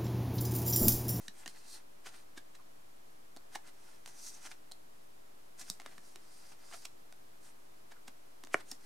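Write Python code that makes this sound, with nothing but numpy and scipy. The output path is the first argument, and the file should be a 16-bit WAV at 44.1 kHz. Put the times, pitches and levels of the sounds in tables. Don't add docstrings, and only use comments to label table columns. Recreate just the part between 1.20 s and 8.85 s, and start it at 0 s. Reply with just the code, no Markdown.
import sys
import numpy as np
from scipy import signal
from scipy.fft import rfft, irfft
from scipy.io import wavfile
from scipy.ndimage import uniform_filter1d

SR = 44100
rng = np.random.default_rng(int(sys.argv[2]) if len(sys.argv) > 2 else 0)


def wrap_up_sound(samples):
    columns = np.atleast_2d(samples).T
    tamed = np.clip(columns, -1, 1)
    steps = np.round(tamed * 32767).astype(np.int16)
    wavfile.write(sys.argv[1], SR, steps)


N = 337365


def amp(db):
    return 10 ** (np.asarray(db) / 20)


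def unit_rms(x):
    return x / np.sqrt(np.mean(x ** 2) + 1e-20)


def log_interp(points, hz):
    point_hz, value = np.transpose(points)
    return np.interp(np.log(hz + 1), np.log(point_hz + 1), value)


def add(mix, start_s, sound):
    part = mix[max(round(start_s * SR), 0):][:len(sound)]
    part += sound[:len(part)]


def coloured(x, spectrum):
    gain = amp(log_interp(spectrum, np.fft.rfftfreq(N, 1 / SR)))
    return unit_rms(irfft(rfft(x) * gain, N))


def min_phase(gain, size=4096):
    cepstrum = irfft(np.log(np.maximum(gain, 1e-6)))
    cepstrum[1:size // 2] *= 2
    cepstrum[size // 2 + 1:] = 0
    return irfft(np.exp(rfft(cepstrum)))


def resonance(hz, centre_hz, damping):
    return 1 / (1 + ((hz / centre_hz - 1) / damping) ** 2)


# (frequency [Hz], relative density [dB])
AIR_SPECTRUM = [(15, -23), (25, -8.5), (33, -11.5), (53, -15.5), (130, -13), (326, -12), (416, -13.5),
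                (531, -17), (575, -14.5), (962, -17), (1330, -18), (1440, -20), (3520, -24.5),
                (13200, -26.5), (16000, -37)]
# (frequency [Hz], side over mid [dB])
AIR_WIDTH = [(60, -31), (110, -10), (200, 2.5), (380, 8.5), (700, 9.5), (1290, 5), (2380, 1), (4400, 0.5),
             (8120, -3.5), (15000, -5)]


def air(mid_level_db=-66.5, drone_hz=705, drone_db=1, damping=0.01):
    hz = np.fft.rfftfreq(N, 1 / SR)
    mid, side = rfft(rng.standard_normal((2, N))) * amp(log_interp(AIR_SPECTRUM, hz))
    drone = np.sqrt(1 + amp(drone_db) ** 2 * resonance(hz, drone_hz, damping))
    width = amp(log_interp(AIR_WIDTH, hz)) * drone
    mid, side = irfft(mid, N), irfft(side * width, N)
    return amp(mid_level_db) * np.array([mid + side, mid - side]) / np.std(mid)


def friction(grains_per_s, spread_db, grain_share, judder_db):
    sizes = amp(spread_db * np.minimum(rng.exponential(1, N), 4))
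    catches = sizes * (rng.random(N) < grains_per_s / SR)
    judder = unit_rms(uniform_filter1d(uniform_filter1d(rng.standard_normal(N), size=500), size=300))
    rubbing = rng.standard_normal(N)
    grains = unit_rms(catches * rng.choice([-1, 1], N))
    return (rubbing + grain_share * grains) * amp(judder_db * judder)


# (frequency [Hz], relative density [dB])
FACE_HISS = [(1500, -11), (3400, -7.5), (4200, 1.5), (5900, 2.5), (7400, 1), (8900, 2), (10500, -2),
             (13500, -12), (16000, -22)]
EDGE_RUB = [(100, -10), (280, -5), (480, -11), (780, -2), (1100, -4), (1700, -1), (2600, -5.5), (4000, -10),
            (9000, -32), (16000, -46)]


def slides(strokes, damping=0.072, firmness=0.35, light_stroke_db=-62):
    hz, out = np.fft.rfftfreq(1024, 1 / SR), np.zeros(N)
    faces = coloured(friction(grains_per_s=1100, spread_db=2, grain_share=0.98, judder_db=0.8), FACE_HISS)
    edges = coloured(friction(grains_per_s=510, spread_db=9, grain_share=0.55, judder_db=2.5), EDGE_RUB)
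    for start_s, hiss_gain, rub_gain, card_hz in strokes:
        span = (round(start_s * SR) + np.arange(len(hiss_gain))) % N
        depth = (hiss_gain.max() / amp(light_stroke_db)) ** firmness
        peak = np.sqrt(1 + depth ** 2 * resonance(hz, card_hz, damping))
        low_shelf = amp(log_interp([(0.39 * card_hz, -4), (card_hz, 0)], hz))
        card = min_phase(low_shelf * peak, size=1024)
        hiss = unit_rms(signal.fftconvolve(faces[span], card)[:len(span)])
        add(out, start_s, hiss_gain * hiss + rub_gain * edges[span])
    return out


# (time of top speed [s], length [s], hiss [dB], rub [dB], card resonance [Hz])
BRUSHES = [(0.03, 0.24, -64.5, -69, 6500), (0.203, 0.15, -61.5, -62, 8100),
           (0.872, 0.068, -57, -57.5, 5240), (0.958, 0.18, -63, -64.5, 4100),
           (2.346, 0.078, -60, -61, 5730), (2.477, 0.078, -62.5, -61, 4100),
           (2.69, 0.38, -67.5, -68.5, 5500), (4.407, 0.066, -52, -58.5, 7200),
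           (4.488, 0.17, -58.5, -65, 5570), (4.702, 0.19, -67.5, -63, 4300),
           (4.883, 0.31, -66.5, -74, 5500), (6.266, .13, -63, -67.5, 8400), (7.36, 0.13, -62.5, -58, 4800),
           (7.408, 0.026, -63, -56, 4600), (7.513, 0.13, -59.5, -67.5, 6600), (7.645, 0.13, -66, -71, 4800)]


def brushes(speed_up_share=0.53):
    for fastest_s, length_s, hiss_db, rub_db, card_hz in BRUSHES:
        lead_s = length_s * speed_up_share
        t = np.arange(max(fastest_s - lead_s, 0), fastest_s - lead_s + length_s, 1 / SR)
        speed = np.interp(t - fastest_s, [-lead_s, 0, length_s - lead_s], [0, 1, 0])
        yield t[0], speed * amp(hiss_db), speed * amp(rub_db), card_hz


def slips(rise_ms, fall_ms, size=4096):
    ms = (np.arange(size) - size // 2) * 1000 / SR
    burst = rng.standard_normal(size) * np.exp(np.where(ms < 0, ms / rise_ms, -ms / fall_ms))
    burst /= np.linalg.norm(burst)
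    burst[size // 2] += np.exp(-2 * rise_ms)
    spectrum = rfft(burst)
    smooth_power = uniform_filter1d(abs(spectrum) ** 2, size=90)
    return irfft(spectrum / np.sqrt(smooth_power + 1e-12))


# (time [s], rise [ms], low [dB], treble [dB], lowest mode [Hz], ring gain [dB])
EDGE_CLICKS = [(0.0819, .55, -30, -17.5, 1827, 16.5), (0.2603, .1, -12, -21, 2870, 11.5),
               (0.264, 0.89, -20, -25, 1810, 9.5), (0.278, 0.17, -17.5, -14.5, 2070, 6),
               (0.8631, 4.3, -15, -22, 1500, -3), (0.8699, 2.4, -12, -22.5, 1470, 3.5),
               (1.1785, 6.6, -18.5, -19.5, 1670, 5), (1.3538, 4.7, -31, -28, 1800, 6),
               (2.1644, 0.071, -19.5, -26, 4130, 0), (2.171, 0.71, -16, -27.5, 4300, 7.5),
               (2.355, 3.5, -8, -15, 1760, 5), (2.358, 1.3, -10.5, -16.5, 890, 7),
               (2.8605, 0.13, -20, -20, 2000, 3), (2.8767, 0.14, -18, -24, 2600, -7),
               (3.262, 2.5, -24, -22, 1070, 1), (3.3162, 0.67, -23, -26, 2330, 10),
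               (3.5145, 0.44, -19, -27, 3940, 4), (3.5197, 0.56, -23, -20, 4150, 7.5),
               (4.414, 3.2, -49, -19, 5760, 6), (4.5002, 0.098, -14, -4, 5400, -4),
               (4.6, 0.72, -13, -23.5, 2140, 2.5), (4.609, .3, -25, -30, 2100, -3),
               (4.618, .1, -21, -29, 2100, -4), (4.662, 1, -9, -21.5, 1670, 2.5),
               (4.7805, 0.39, -18.5, -28, 1760, 6), (4.9588, .2, -21.5, -22, 1810, 1),
               (5.513, .8, -21, -35, 1200, 1), (5.5362, 3, -18, -24, 1370, 6),
               (5.544, 5.3, -17.5, -25, 780, 8), (5.654, 2, -16, -13, 2520, 5.5),
               (5.9252, 0.68, -26, -27.5, 1500, 1), (6.7209, 6.7, -18, -26.5, 1720, 0),
               (6.8812, 3.1, -16, -20, 1090, -11), (7.2377, 0.19, -18, -22.5, 1760, -5),
               (7.249, 0.27, -29, -26, 6360, 5), (7.272, .2, -22, -28.5, 760, -3),
               (7.515, 0.58, -23, -11, 5440, 2), (7.5185, 0.93, -24.5, -22, 820, 9)]
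# (ratio to lowest mode, relative level [dB])
CARD_MODES = [(1, 6.5), (1.57, -12), (2.22, 0.5), (3.17, -5.5), (4.15, -27)]


def clicks(low_hz=710, middle_hz=1860, treble_hz=3470, damping=0.022, finger_loss_hz=75):
    out, hz = np.zeros(N), np.fft.rfftfreq(4096, 1 / SR)
    for time_s, rise_ms, low_db, treble_db, mode_hz, ring_db in EDGE_CLICKS:
        stiff_octaves = max(np.log2(mode_hz / middle_hz), 0)
        hollow_db = (low_db + treble_db) / 2 - 0.5 - 11 * stiff_octaves
        hollow_hz = np.clip(0.63 * mode_hz, middle_hz, treble_hz)
        colour = [(100, low_db - 18), (450, low_db - 6), (low_hz, low_db), (hollow_hz, hollow_db),
                  (treble_hz, treble_db), (8500, treble_db - 3), (16000, treble_db - 20)]
        modes = np.zeros(len(hz))
        for ratio, db in CARD_MODES:
            centre_hz = mode_hz * ratio
            modes += (amp(db) * resonance(hz, centre_hz, damping + finger_loss_hz / centre_hz)) ** 2
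        card = min_phase(amp(log_interp(colour, hz)) * np.sqrt(1 + amp(ring_db) ** 2 * modes))
        burst = slips(rise_ms, fall_ms=0.98 + 0.91 * rise_ms)
        add(out, time_s - len(burst) / 2 / SR, signal.fftconvolve(burst, card))
    return out


# (time [s], frequency [Hz], relative level [dB])
LANDINGS = [(0.084, 197, -38.5), (.263, 320, -37), (0.277, 188, -43), (1.174, 304, -35.5),
            (2.165, 312, -37), (2.36, 330, -37.5), (4.501, 170, -33), (4.6623, 288, -41), (4.783, 188, -47),
            (4.96, 362, -43), (6.882, 250, -41.5), (7.2392, 300, -37), (7.346, 131, -36),
            (7.521, 275, -36.5)]


def thumps(swell_s=0.003):
    out, t = np.zeros(N), np.arange(2048) / SR
    envelope = t / swell_s * np.exp(-t / swell_s) / 2
    for time_s, hz, db in LANDINGS:
        add(out, time_s, amp(db) * envelope * np.sin(2 * np.pi * hz * t))
    return out


# (time [s], hiss [dB], rub [dB])
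PULL_A = [(0.295, -57.5, -66), (0.323, -71, -72), (0.373, -63.5, -63.5), (0.425, -67.5, -67),
          (0.523, -54, -73), (0.547, -52, -61), (0.567, -56.5, -59), (0.6, -72, -71)]
PULL_B = [(2.885, -58.5, -61), (2.933, -67.5, -65.5), (2.971, -59, -67.5), (3.085, -50, -68),
          (3.117, -59.5, -67), (3.145, -56, -67), (3.205, -65, -68), (3.267, -51, -53.5), (3.285, -66, -67),
          (3.305, -58, -65), (3.315, -61, -55), (3.345, -73, -72)]
PULL_C = [(5.02, -71.5, -74), (5.132, -65, -74), (5.312, -64.5, -65.5), (5.32, -62.5, -57),
          (5.364, -81, -79), (5.41, -69, -68), (5.502, -62.5, -71), (5.544, -56.5, -55.5),
          (5.572, -59.5, -70), (5.608, -62, -78), (5.64, -62, -69)]
PULL_HZ = [4250, 6060, 4940]


def pulls(hiss_trim_db=-0.5, rub_trim_db=-2.3, fade_s=0.039):
    for pull, card_hz in zip((PULL_A, PULL_B, PULL_C), PULL_HZ):
        times_s, hiss_db, rub_db = np.transpose(pull)
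        t = np.arange(times_s[0] - fade_s, times_s[-1] + fade_s, 1 / SR)
        contact = np.minimum(np.minimum(t - t[0], t[-1] - t) / fade_s, 1)
        hiss_gain = contact * amp(np.interp(t, times_s, hiss_db) + hiss_trim_db)
        rub_gain = contact * amp(np.interp(t, times_s, rub_db) + rub_trim_db)
        yield t[0], hiss_gain, rub_gain, card_hz


# (time [s], half length [s], pitch [Hz], level [dB])
SQUEAKS = [(1.402, .011, 1130, -60.5), (2.452, 0.017, 1627, -65), (2.686, .007, 1325, -64),
           (6.768, .009, 1370, -63.5)]


def squeaks(roughness=0.253):
    t, out = np.arange(N) / SR, np.zeros(N)
    waver = 1 + roughness * unit_rms(uniform_filter1d(rng.standard_normal(N), size=12))
    for time_s, half_s, hz, db in SQUEAKS:
        span = abs(t - time_s) < 3 * half_s
        envelope = np.exp(-((t[span] - time_s) / half_s) ** 2)
        out[span] += amp(db) * envelope * np.sin(2 * np.pi * np.cumsum(hz * waver[span]) / SR)
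    return out


# (frequency [Hz], relative density [dB])
EDGE_SCRAPE = [(200, -25), (900, -23), (1500, -17), (2500, -7), (3500, -22), (5700, -14.5), (7800, -15),
               (11000, -20), (16000, -43)]
# (time [s], gain [dB])
BLOWS = [(7.3426, -18.5), (7.3443, -32)]
# (frequency [Hz], relative level [dB], t60 [s])
STACK_MODES = [(333, -23, 0.058), (410, -5.5, 0.023), (630, -15, 0.022), (725, -6.5, 0.023),
               (1140, -8, 0.012), (1495, 2.5, 0.011), (1840, 1.5, 0.008), (2210, 2, 0.009),
               (2850, -15, 0.02)]


def knock(band_hz=(315, 2750), delay_at_1khz_s=0.0011):
    t, out = np.arange(8192) / SR, np.zeros(N)
    ring = sum(amp(db - 60 * t / t60) * np.sin(2 * np.pi * hz * t) for hz, db, t60 in STACK_MODES)
    ring = signal.sosfilt(signal.butter(4, band_hz, btype="band", fs=SR, output="sos"), ring)
    lag_cycles = 2 * delay_at_1khz_s * np.sqrt(1000 * np.fft.rfftfreq(len(t), 1 / SR))
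    ring = irfft(rfft(ring) * np.exp(-2j * np.pi * lag_cycles))
    for time_s, db in BLOWS:
        add(out, time_s, amp(db) * ring)
    edge = min_phase(amp(log_interp(EDGE_SCRAPE, np.fft.rfftfreq(4096, 1 / SR))))
    scrape = amp(-1) * slips(rise_ms=8.2, fall_ms=3.9) + amp(2.5) * slips(rise_ms=0.5, fall_ms=0.66)
    release_s = BLOWS[0][0] + delay_at_1khz_s / 2
    add(out, release_s - len(scrape) / 2 / SR, signal.fftconvolve(scrape, edge))
    return out


# (frequency [Hz], t60 [s])
ROOM_DECAY = [(200, 0.51), (1000, 0.25), (4000, 0.22), (12000, 0.34)]


def in_room(x, right_db, tail_db, near_db, near_decay_s=0.0083, echoes_per_s=4000):
    t = np.arange(SR // 2) / SR
    taps = rng.choice([-1., 1.], (2, len(t))) * (rng.random((2, len(t))) < echoes_per_s / SR)
    near = taps * (t > 0.001) * np.exp(-t / near_decay_s)
    hz, frame_s, walls = signal.stft(taps * (t > 0.007), SR, nperseg=256)
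    decay = amp(-60 * frame_s / log_interp(ROOM_DECAY, hz)[:, None])
    tail = signal.istft(walls * decay, SR, nperseg=256)[1][:, :len(t)]
    response = (amp(near_db) * unit_rms(near) + amp(tail_db) * unit_rms(tail)) / np.sqrt(len(t))
    direct = x * amp([[-right_db / 2], [right_db / 2]])
    return direct + signal.fftconvolve(x[None], response, axes=1)[:, :N]


def scene():
    snaps = clicks() + thumps()
    swishes = slides([*brushes(), *pulls()]) + squeaks()
    set_down = knock()
    return (air()
            + in_room(snaps, right_db=1.5, tail_db=-13.5, near_db=-11)
            + in_room(swishes, right_db=0.5, tail_db=-19.5, near_db=-2.5)
            + in_room(set_down, right_db=1, tail_db=-20, near_db=-14.5))


def record(dry, cutoff_hz=15900, dc_offset=-0.0032):
    lowpass = signal.firwin(401, cutoff_hz, window=("kaiser", 9), fs=SR)
    return signal.oaconvolve(dry, lowpass[None], "same") + dc_offset


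dry = scene()
out = record(dry)
wrap_up_sound(out)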